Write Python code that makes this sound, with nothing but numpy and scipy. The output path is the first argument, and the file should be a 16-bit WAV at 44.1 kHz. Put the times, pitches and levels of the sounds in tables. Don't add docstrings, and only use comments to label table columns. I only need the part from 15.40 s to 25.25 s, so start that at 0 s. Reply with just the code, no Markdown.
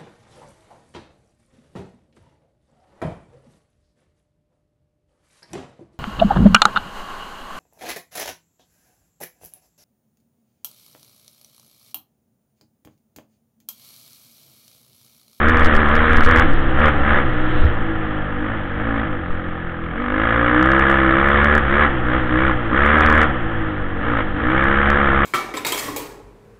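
import sys
import numpy as np
from scipy import signal
from scipy.fft import rfft, irfft, next_fast_len
from scipy.io import wavfile
from scipy.ndimage import uniform_filter1d

SR = 44100
rng = np.random.default_rng(int(sys.argv[2]) if len(sys.argv) > 2 else 0)


def file_out(sig):
    cols = np.atleast_2d(sig).T
    lim = np.clip(cols, -1, 1)
    pcm = np.round(lim * 32767).astype(np.int16)
    wavfile.write(sys.argv[1], SR, pcm)


N = 434385
TIME = np.arange(N) / SR


def from_db(db):
    return 10 ** (np.asarray(db) / 20)


def curve(points, at=TIME):
    return np.interp(at, *np.transpose(points))


def evened(x, size=3000):
    return x / np.sqrt(uniform_filter1d(uniform_filter1d(x * x, size), size) + 1e-14)


def noise(spectrum):
    hz, db = np.transpose(spectrum)
    size = next_fast_len(N + 8192)
    grid_hz = np.maximum(np.arange(size // 2 + 1) * SR / size, 1)
    gain = from_db(np.interp(np.log(grid_hz), np.log(hz), db))
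    x = irfft(rfft(rng.standard_normal(N), size) * gain, size)[:N]
    return x / x.std()


def drift(rate_hz):
    knots = rng.standard_normal(4000)
    return np.interp(TIME * rate_hz, np.arange(len(knots)), knots)


def resonate(x, hz, width_hz):
    r = np.exp(-np.pi * width_hz / SR)
    feedback = [1, -2 * r * np.cos(2 * np.pi * hz / SR), r * r]
    return signal.lfilter(np.array([1, 0, -1]) * (1 - r * r) / 2, feedback, x + 1e-18)


def per_firing(cycles, spread_db):
    return from_db(spread_db * np.clip(rng.standard_normal(1000), -2, 1.5))[np.floor(cycles).astype(int)]


def rider(idle=0.11, shut_s=0.038, swell_ratio=1.72):
    # (opens [s], shuts [s], rise [s], opening [0-1], extra bark [dB], ring over gas [dB])
    pulls = [(-.05, .92, 0.039, 0.71, 5.5, 0), (.8, 1.016, 0.061, 0.74, 8, 1),
             (1.316, 1.477, 0.1, 0.68, 10.5, 4), (1.59, 1.787, 0.066, 0.68, 7, 0),
             (2.975, 3.13, .06, 0.51, 1, -1), (3.317, 3.63, 0.15, 0.61, 2, 3),
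             (4.47, 5.594, 0.23, 0.79, 9, 3.5), (5.53, 6.18, 0.062, 0.83, 8, 2.5),
             (6.197, 6.452, 0.12, .85, 9, -1), (6.624, 6.773, 0.066, 0.65, 5.5, 2),
             (6.85, 7.106, 0.078, 0.75, 6, 2), (7.282, 7.834, 0.046, 0.79, 8, 0.5),
             (8.587, 8.805, 0.12, 0.67, 7, 3.5), (8.95, 9.95, 0.12, 0.77, 7, 1.5)]
    throttle, push_db, ring_db = np.full(N, idle), 0, 0
    for opens_s, shuts_s, rise_s, opening, extra_db, clean_db in pulls:
        held = np.clip(1 - (TIME - shuts_s) / shut_s, 0, 1)
        opened = held * np.clip((TIME - opens_s) / rise_s, 0, 1)
        swell = held * np.clip((TIME - opens_s) / (swell_ratio * rise_s), 0, 1)
        throttle = np.maximum(throttle, opening * opened)
        push_db = np.maximum(push_db, extra_db * swell)
        ring_db = np.maximum(ring_db, clean_db * opened)
    return throttle, push_db, ring_db


def exhaust_drone(firing_hz, cycles, throttle, waver_db=2.5, odd_db=-3.5):
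    # (frequency [Hz], width [Hz], level under load [dB], level on overrun [dB])
    modes = [(83.5, 18, -23, -4), (121.7, 23, -0.5, -4.5), (170.2, 31, -23, -4), (207, 29, -7.5, -10.5),
             (236, 31, 3, -11), (316.1, 23.4, 5.5, 5.5), (487.6, 32, -5.5, 2.5), (512.4, 35, 4, -23.5),
             (580, 63, -5.5, -22), (770, 40, -7.5, -10), (794, 45, -13.5, -33.5)]
    # (order [-], level [dB])
    order_levels = [(2, -1.5), (3, -2), (4, -3), (5, 13), (6, 4), (7, -3.5), (8, -2.5)]
    grid_hz = np.arange(2000)
    loaded = sum(from_db(db) / (1 + 2j * (grid_hz - hz) / width) for hz, width, db, _ in modes)
    coasting = sum(from_db(db) / (1 + 2j * (grid_hz - hz) / width) for hz, width, _, db in modes)
    coasting *= np.exp(-1j * (grid_hz / 110) ** 2)
    fundamental = np.exp(2j * np.pi * cycles)
    wave, hum, boom, growl = -fundamental, 0, 0, 0
    shut = 1 - throttle
    for k in range(2, 22):
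        wave, hz = wave * fundamental, k * firing_hz
        pipe = throttle * np.interp(hz, grid_hz, loaded) + shut * np.interp(hz, grid_hz, coasting)
        level_db = throttle * curve(order_levels, k) + shut * (k % 2) * odd_db
        order = from_db(level_db + waver_db * drift(18)) * (pipe * wave).real
        low, high = np.interp(hz, [262, 292], [1, 0]), np.interp(hz, [380, 420], [0, 1])
        hum += low * order
        boom += (1 - low - high) * order
        growl += high * order
    return evened(hum), boom, evened(growl)


def exhaust_bark(firing_hz, cycles, throttle, ring_db, echo_s=0.002428, gush_s=0.006):
    # (frequency [Hz], width [Hz], level [dB])
    modes = [(1070, 26, -5), (1227.6, 50, 4.5), (1425, 260, -5), (1540, 55, -7.5), (1686, 28, 7.5),
             (1900, 140, -11.5), (2240, 64, -21), (3010, 830, -16)]
    # (frequency [Hz], spectral density [dB])
    gas_spectrum = [(380, -17.5), (650, -12), (706, -18.5), (820, -18), (925, -21.5), (1000, -5.5),
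                    (1230, -1), (1530, -2), (1710, -2), (2060, -8.5), (2240, -9.5), (2510, -21.5),
                    (3380, -23), (3900, -30.5), (5070, -71.5), (8580, -120)]
    age_s = (cycles % 1) / firing_hz
    valve = np.exp(-(age_s / gush_s) ** 2)
    crack = np.diff(np.floor(cycles), prepend=-1)
    crack += 0.13 * np.interp(TIME - echo_s, TIME, crack)
    ring = sum((-1) ** k * from_db(db) * resonate(crack, hz, width)
               for k, (hz, width, db) in enumerate(modes))
    ring *= (1 - np.exp(-age_s / 0.00091)) * (valve + 0.32)
    gush = (1 - np.exp(-age_s / 0.0014)) * valve + 0.2
    gas = from_db(8.1 - ring_db - 3 * throttle) * evened(gush * noise(gas_spectrum), size=900)
    force = throttle * per_firing(cycles, 0.54) + (1 - throttle) * per_firing(cycles, -0.5)
    return evened(evened(evened(ring) + gas, size=1100) * force)


def exhaust_throb(cycles):
    return -np.sqrt(2) * np.cos(2 * np.pi * cycles)


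def clatter(cycles, depth=0.35, decay_turns=1.6):
    # (frequency [Hz], spectral density [dB])
    spectrum = [(330, -43), (560, -15), (622, -2.5), (681, -14.5), (732, 0), (934, -8.5), (989, -4.5),
                (1060, -7), (1250, 2), (1420, 0), (1530, -4.5), (1720, 1), (2380, -16.5), (3290, -15),
                (3900, -35.5), (5070, -50), (8580, -120)]
    slap = np.exp(-(2 * cycles % 1) / decay_turns) * per_firing(cycles, spread_db=3)
    return evened(noise(spectrum) * (1 + depth * slap))


def engine(firing_hz, octaves, lug_hz=53, wander=0.001, jitter_cycles=0.0015):
    throttle, push_db, ring_db = rider()
    cycles = np.cumsum(firing_hz * (1 + wander * drift(14))) / SR + jitter_cycles * drift(60)
    lugging_hz = np.maximum(lug_hz - firing_hz, 0)
    bark_db = -26 + 12 * octaves + push_db
    hum, boom, growl = exhaust_drone(firing_hz, cycles, throttle)
    hum *= from_db(-27 + 7 * octaves + 1.25 * throttle)
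    boom *= from_db(-27.5 + 8 * octaves - throttle - 0.25 * lugging_hz)
    growl *= from_db(-14 + 0.74 * bark_db)
    drone = from_db(0.48 * ring_db) * (hum + boom + growl)
    throb = from_db(-32 + 16.5 * octaves + 7 * throttle) * exhaust_throb(cycles)
    bark_share = np.clip(1.1 * throttle + 0.031 * lugging_hz, 0, 0.97)
    bark = np.sqrt(bark_share) * exhaust_bark(firing_hz, cycles, throttle, ring_db)
    rattle = np.sqrt(1 - bark_share) * clatter(cycles)
    return drone + throb + from_db(bark_db) * (bark + rattle)


def jolts(thud_decay_s=0.022):
    # (time [s], length [s], peak [dB])
    bumps = [(0.215, 0.06, -4.5), (0.343, 0.036, -7.5), (0.756, 0.028, -2.5), (0.826, 0.058, -3.5),
             (.982, 0.026, -9), (1.09, 0.066, -5), (2.195, 0.029, -4), (3.895, 0.045, -13),
             (7.67, 0.014, -29.5), (9.273, 0.043, -12)]
    # (time [s], frequency [Hz], level [dB])
    thuds = [(1.12, 41.7, -9), (1.27, 55, -14.5), (1.38, 42.2, -19), (2.234, 72, -8), (2.248, 73, -2.5)]
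    pressure = np.zeros(N)
    for start_s, length_s, db in bumps:
        pressure -= from_db(db) * np.sin(np.pi * np.clip((TIME - start_s) / length_s, 0, 1))
    for start_s, hz, db in thuds:
        age_s = np.maximum(TIME - start_s, 0)
        pressure += from_db(db) * np.sin(2 * np.pi * hz * age_s) * np.exp(-age_s / thud_decay_s)
    return pressure


def wind(level_db):
    # (frequency [Hz], spectral density [dB])
    spectrum = [(3, -12.5), (8, 1.5), (13, 2), (22, -10), (35, -28.5), (60, -24), (120, -35.5),
                (400, -51.5)]
    return from_db(level_db) * evened(noise(spectrum), size=6000)


def tyres(octaves, wind_db):
    # (frequency [Hz], spectral density [dB])
    spectrum = [(30, -2.5), (70, 8), (150, -10), (240, -5), (320, -0.5), (400, -11.5), (500, -3),
                (620, -14.5), (1000, -43)]
    return from_db(-28 + 10.5 * octaves + 0.31 * (wind_db - wind_db.mean())) * noise(spectrum)


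def scene():
    # (time [s], firing rate [Hz])
    speeds = [(0.0, 70.8), (0.1, 80.7), (0.27, 78.3), (0.33, 72.9), (0.4, 76.9), (0.47, 70.7), (0.54, 77.2),
              (0.78, 79.2), (0.83, 74.2), (0.9, 83.0), (0.95, 79.6), (1.0, 84.8), (1.13, 66.3),
              (1.36, 63.5), (1.42, 77.5), (1.63, 68.6), (1.72, 75.1), (1.93, 59.9), (2.02, 62.7),
              (2.25, 60.9), (2.34, 55.5), (2.98, 49.0), (3.12, 56.2), (3.28, 44.9), (3.46, 56.6),
              (3.63, 55.1), (3.83, 43.4), (4.0, 44.7), (4.4, 41.2), (4.53, 42.3), (4.61, 49.6),
              (4.67, 48.5), (4.84, 55.3), (5.15, 61.0), (5.31, 66.4), (5.49, 67.7), (5.69, 65.2),
              (6.16, 74.4), (6.26, 65.5), (6.42, 75.0), (6.62, 58.0), (6.76, 64.7), (6.88, 60.4),
              (7.07, 66.6), (7.27, 54.8), (7.38, 69.0), (7.55, 76.3), (7.85, 77.2), (7.92, 65.3),
              (8.04, 53.8), (8.11, 56.2), (8.54, 45.9), (8.6, 48.8), (8.68, 60.3), (8.93, 47.8),
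              (9.05, 61.1), (9.18, 66.5), (9.58, 70.8), (9.72, 67.4), (9.85, 69.4)]
    # (time [s], level [dB])
    gusts = [(0, -17.5), (1.15, -12.5), (1.4, -15), (1.95, -17), (2.2, -13), (2.6, -23.5), (3.3, -28),
             (3.95, -26), (4.35, -31), (5.3, -28), (6.2, -23.5), (6.7, -22), (9.85, -24)]
    firing_hz, wind_db = curve(speeds), curve(gusts)
    octaves = np.log2(firing_hz / 60)
    return (engine(firing_hz, octaves) + jolts() + tyres(octaves, wind_db) + wind(wind_db))[None]


def record(dry, overload=0.71):
    rounded = 1.51 * np.tanh(dry / 1.55)
    narrow = signal.sosfilt(signal.butter(12, 3700, fs=SR, output="sos"), rounded)
    narrow = signal.sosfilt(signal.butter(20, 4300, fs=SR, output="sos"), narrow)
    clipped = np.clip(narrow, -overload, overload)
    return signal.sosfilt(signal.butter(24, 15900, fs=SR, output="sos"), clipped)


dry = scene()
out = record(dry)
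file_out(out)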